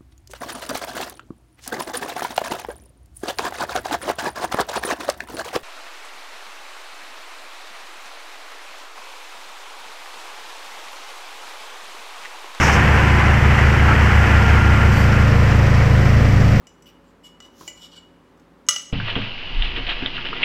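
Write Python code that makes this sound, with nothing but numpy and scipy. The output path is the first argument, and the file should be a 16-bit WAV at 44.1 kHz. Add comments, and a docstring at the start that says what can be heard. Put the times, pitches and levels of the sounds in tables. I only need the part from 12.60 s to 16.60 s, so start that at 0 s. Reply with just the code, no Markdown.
"""A small diesel road roller creeps past over fresh asphalt, a few metres away.
Its exhaust drones at multiples of the engine's speed, the engine clatters and its gears whine.
A spinning off-centre weight shakes the drum, which hums, beats against the drone and rattles the frame.
A short hiss opens the scene and a faint one runs throughout. Later the frame clanks once,
the drum scrapes briefly, and near the end the weight starts to slow down."""
import sys
import numpy as np
from scipy import signal
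from scipy.fft import rfft, irfft
from scipy.io import wavfile
from scipy.ndimage import uniform_filter1d, minimum_filter1d

SR = 44100
rng = np.random.default_rng(int(sys.argv[2]) if len(sys.argv) > 2 else 0)


def bounce(signal):
    """Save signal as a 16-bit WAV file at the path given by the first command-line argument."""
    frames = np.transpose(np.atleast_2d(signal))
    limited = np.clip(frames, -1, 1)
    pcm = np.round(limited * 32767).astype(np.int16)
    wavfile.write(sys.argv[1], SR, pcm)


N = 176400
TIME = np.arange(N) / SR
CRANK_HZ = 25.79  # turns per second of the engine's shaft


def gain(db):
    """Turn decibels into a number to multiply by."""
    return 10 ** (np.asarray(db) / 20)


def curve(table, column=1):
    """Join a table's values with straight lines through time."""
    rows = np.array(table, float)
    return np.interp(TIME, rows[:, 0], rows[:, column])


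def drift(rate_hz):
    """A smooth random wobble, about 1 in size."""
    hold = int(SR / rate_hz)
    steps = np.repeat(rng.standard_normal(400), hold)[:N]
    return 1.3 * uniform_filter1d(uniform_filter1d(steps, hold), hold)


def shape(sound, tone):
    """Make some frequencies stronger than others, then set the average strength to 1."""
    rows, hz = np.array(tone, float), np.fft.rfftfreq(N, 1 / SR) + 1
    db = np.interp(np.log(hz), np.log(rows[:, 0]), rows[:, 1], left=-90, right=-90)
    shaped = irfft(rfft(sound) * gain(db), N)
    return shaped / np.sqrt(np.mean(shaped ** 2))


def noise(tone):
    """Steady noise with the given tone."""
    return shape(rng.standard_normal(N), tone)


def knocks(turns, decay_turns, scatter_db, bed, repeat):
    """One burst a turn over a steady bed of noise; `repeat` is the share that is alike each turn."""
    turn, phase = np.floor(turns).astype(int), turns % 1
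    strength = gain(scatter_db * rng.standard_normal(1024))[turn]
    turn_samples = int(N / (turns[-1] - turns[0]))
    pattern = rng.standard_normal(8192)[(phase * turn_samples).astype(int)]
    grain = np.sqrt(repeat) * pattern + np.sqrt(1 - repeat) * rng.standard_normal(N)
    return grain * (bed + uniform_filter1d(strength * np.exp(-phase / decay_turns), size=300))


# The strong exhaust notes. Each entry: a multiple of the shaft's speed.
STRONG_NOTES = (1, 3, 4, 5, 7, 8)
# Their loudness. Each row: time in seconds, then a level in dB for each note.
STRONG_LEVELS = [(0, -31, -33, -24, -28, -38, -32), (0.4, -30, -27, -19, -22, -31, -28),
                 (0.95, -29, -25, -21, -19, -38, -28), (1.4, -29, -23, -18, -22, -33, -28),
                 (1.8, -27, -23, -17, -25, -32, -29), (2.2, -26, -23, -17, -22, -36, -26),
                 (2.6, -25, -25, -16, -18, -28, -26), (3.3, -24, -29, -17, -16, -28, -31),
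                 (4, -23, -28, -15, -18, -26, -28)]
# The weak notes. Each row: multiple of the shaft's speed, level in dB.
WEAK_NOTES = [(2, -31), (6, -33), (9, -33), (10, -40.5), (11, -36.5), (18, -38.5), (20, -44)]
# The rumble's loudness. Each row: time in seconds, level in dB.
RUMBLE_LEVELS = [(0, -31), (.2, -19), (.45, -27.5), (2, -26.5), (3.5, -26), (4, -18.5)]
# Its tone. Each row: frequency in Hz, relative level in dB.
RUMBLE_TONE = [(12, -30), (28, -20), (45, 5), (100, 1), (160, 1.5), (230, -2.5), (320, -16.5), (600, -20)]

def exhaust(crank, silencer_hz=121.5, width_hz=13):
    """Low notes leave the silencer, along with the rumble of swirling gas."""
    angle, hz = 2 * np.pi * crank, CRANK_HZ * np.array(STRONG_NOTES)
    # Notes above the silencer's own pitch swing against those below it.
    lag = np.arctan2(width_hz * hz, silencer_hz ** 2 - hz ** 2)
    drone = np.zeros(N)
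    for i, multiple in enumerate(STRONG_NOTES):
        level = gain(curve(STRONG_LEVELS, column=i + 1) + 0.29 * drift(8.4))
        drone += level * np.sin(multiple * angle - lag[i])
    for multiple, db in WEAK_NOTES:
        drone += gain(db + 1.3 * drift(4.55)) * np.sin(multiple * angle + 2 * np.pi * rng.random())
    return np.sqrt(2) * drone + gain(curve(RUMBLE_LEVELS)) * noise(RUMBLE_TONE)


# The clatter's loudness. Each row: time in seconds, level in dB.
CLATTER_LEVELS = [(0, -28), (1.5, -31), (2.5, -27), (3.3, -25), (4, -26.5)]
# The tones of the clatter and ticks. Each row: frequency in Hz, relative level in dB.
CLATTER_TONE = [(160, -6), (280, -4.5), (415, -2.5), (522, 1), (772, -8.5), (866, -23), (1020, -7),
                (1160, -9.5), (1240, -9), (1670, -25.5), (1810, -8.5), (3110, -20.5), (5690, -30),
                (7040, -37.5), (14000, -59.5)]
TICK_TONE = [(2500, -30), (3800, -11), (4600, 0), (5800, 0), (7000, -13.5), (9000, -21), (11500, -30),
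             (14000, -30)]

def engine_clatter(crank, tick_db=-48, rise_db_per_s=1.5):
    """Burning fuel knocks and the valves tick, once per turn of the shaft."""
    bangs = knocks(crank, decay_turns=0.58, scatter_db=1.0, bed=1.75, repeat=0.38)
    ticks = knocks(crank, decay_turns=0.39, scatter_db=1.2, bed=0.48, repeat=0.05)
    return (gain(curve(CLATTER_LEVELS)) * shape(bangs, CLATTER_TONE)
            + gain(tick_db + rise_db_per_s * TIME) * shape(ticks, TICK_TONE))


# The gear's loudness. Each row: time in seconds, level in dB.
GEAR_LEVELS = [(0, -50), (1, -44), (1.5, -36), (2, -27), (2.6, -34), (3.2, -44), (4, -50)]

def gear_whine(crank, teeth=54):
    """The teeth of a gear on the shaft meet fast enough to make a note."""
    level = gain(curve(GEAR_LEVELS) + 1.4 * drift(18))
    return level * np.sqrt(2) * np.sin(2 * np.pi * teeth * crank)


# The speed of the drum's weight. 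Each row: time in seconds, turns per second.
WEIGHT_SPEED = [(0, 72.1), (.9, 71.9), (1.3, 71.55), (2.1, 71.55), (2.6, 71.8), (3.47, 71.8), (3.68, 68.5),
                (4, 61.5)]
# The hum's higher notes. Each row: multiple of that speed, dB against the lowest note at mid-scene.
DRUM_OVERTONES = [(2, -16), (3, -25), (5, -23.5), (7, -31.5), (28, -24.5)]
# The loudness of the hum, bearing and rattle. Each row: time in seconds, level in dB.
HUM_LEVELS = [(0, -17.5), (.3, -16), (2, -15), (2.7, -17), (4, -18.5)]
BEARING_LEVELS = [(0, -44), (.6, -35.5), (1.1, -38), (1.6, -44), (2.7, -45), (3.25, -38), (3.6, -50),
                  (4, -60)]
RATTLE_LEVELS = [(0, -15.5), (.15, -17), (.55, -18.5), (1.1, -19.5), (1.65, -19), (2.05, -21), (2.5, -24),
                 (3.2, -25.5), (4, -28.5)]
# The rattle's tone. Each row: frequency in Hz, relative level in dB.
RATTLE_TONE = [(160, -31), (280, -9), (324, -4), (358, -3.5), (388, -7), (465, -6.5), (604, -10.5),
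               (798, -3), (1130, -5.5), (1420, -2.5), (1930, -3.5), (3010, -13), (3780, -28), (5600, -27.5),
               (14000, -52.5)]

def drum(bearing_multiple=14, fade_db_per_s=2.5):
    """An off-centre weight shakes the drum: it hums, its bearing whines and the frame rattles."""
    turns = np.cumsum(curve(WEIGHT_SPEED)) / SR
    angle = 2 * np.pi * turns
    overtones = sum(gain(db + 2.5 * drift(7.53)) * np.sin(multiple * angle)
                    for multiple, db in DRUM_OVERTONES)
    overtones *= gain(-fade_db_per_s * (TIME - TIME.mean()))  # they fade as the drum turns away
    hum = gain(curve(HUM_LEVELS) + 0.34 * drift(8.6)) * (overtones - np.cos(angle))
    bearing = gain(curve(BEARING_LEVELS) + 3.0 * drift(14)) * np.sin(bearing_multiple * angle)
    shakes = knocks(turns, decay_turns=0.43, scatter_db=4.5, bed=3.5, repeat=0.043)
    rattle = gain(curve(RATTLE_LEVELS) + 0.68 * drift(14)) * shape(shakes, RATTLE_TONE)
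    return np.sqrt(2) * (hum + bearing) + rattle


# The faint hiss's tone. Each row: frequency in Hz, relative level in dB.
FAINT_HISS_TONE = [(3500, -17), (7500, 8.5), (9500, -7), (11500, -5), (12100, 2), (12700, -1), (13900, 2)]

def faint_hiss(level_db=-49.5):
    """A smooth, high hiss that never stops."""
    return gain(level_db + 0.5 * drift(5.5)) * noise(FAINT_HISS_TONE)


# The short hiss's tone. Each row: frequency in Hz, relative level in dB.
SHORT_HISS_TONE = [(3500, -21), (4800, -8), (5600, 1.5), (6500, -4.5), (8000, -15), (10000, -26),
                   (14000, -22)]

def short_hiss(start_db=-30.5, fall_db_per_s=27, end_s=0.16, fade_s=0.03):
    """A high hiss flutters for a moment, then cuts off."""
    level = gain(start_db - fall_db_per_s * TIME + 2.8 * drift(58))
    fade = np.exp(-np.maximum(TIME - end_s, 0) / fade_s)
    return level * fade * noise(SHORT_HISS_TONE)


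# The frame's ringing notes. Each row: pitch in Hz, width in Hz, relative level in dB.
FRAME_NOTES = [(835, 99, -1), (1320, 110, 6), (1500, 200, -11), (1720, 120, -1)]
# The clank's overall tone. Each row: frequency in Hz, relative level in dB.
CLANK_TONE = [(500, -15), (750, 0), (1900, 0), (3000, -20), (6000, -50)]

def clank(start_s=1.278, level_db=-13.5, rise_s=0.0064, decay_s=0.035):
    """One loose, dull knock rings the steel frame."""
    hz, age = np.fft.rfftfreq(N, 1 / SR), TIME - start_s
    frame = sum(gain(db) / (1 + 2j * (hz - pitch) / width) for pitch, width, db in FRAME_NOTES)
    ring = irfft(rfft(rng.standard_normal(N)) * frame, N)
    strike = np.clip(age / rise_s, 0, 1) * np.exp(-np.abs(age) / decay_s)
    return gain(level_db) * strike * shape(ring, CLANK_TONE)


# The scrape's tone. Each row: frequency in Hz, relative level in dB.
SCRAPE_TONE = [(3800, -18), (4400, -5), (4650, 2), (4900, -8), (8000, -13), (10500, -24), (12500, -15),
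               (13900, -12)]

def scrape(peak_s=2.39, half_width_s=0.075, level_db=-40):
    """High noise swells once as the drum scrapes."""
    swell = np.exp(-((TIME - peak_s) / half_width_s) ** 2)
    return gain(level_db) * swell * noise(SCRAPE_TONE)


def scene():
    """Engine and drum together in the open air, in one channel."""
    crank = np.cumsum(CRANK_HZ * (1 + 0.0008 * drift(4))) / SR  # shaft turns so far
    engine = exhaust(crank) + engine_clatter(crank) + gear_whine(crank)
    return (engine + drum() + faint_hiss() + short_hiss() + clank() + scrape())[None]


def record(dry, ceiling=0.76, window_samples=441, top_hz=13950):
    """Turn down the loudest peaks and cut the highest treble."""
    volume = ceiling / np.maximum(np.abs(dry), ceiling)
    volume = uniform_filter1d(minimum_filter1d(volume, window_samples), window_samples)
    treble_cut = signal.ellip(10, 0.1, 90, top_hz, fs=SR, output="sos")
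    return signal.sosfilt(treble_cut, dry * volume)


dry = scene()
out = record(dry)
bounce(out)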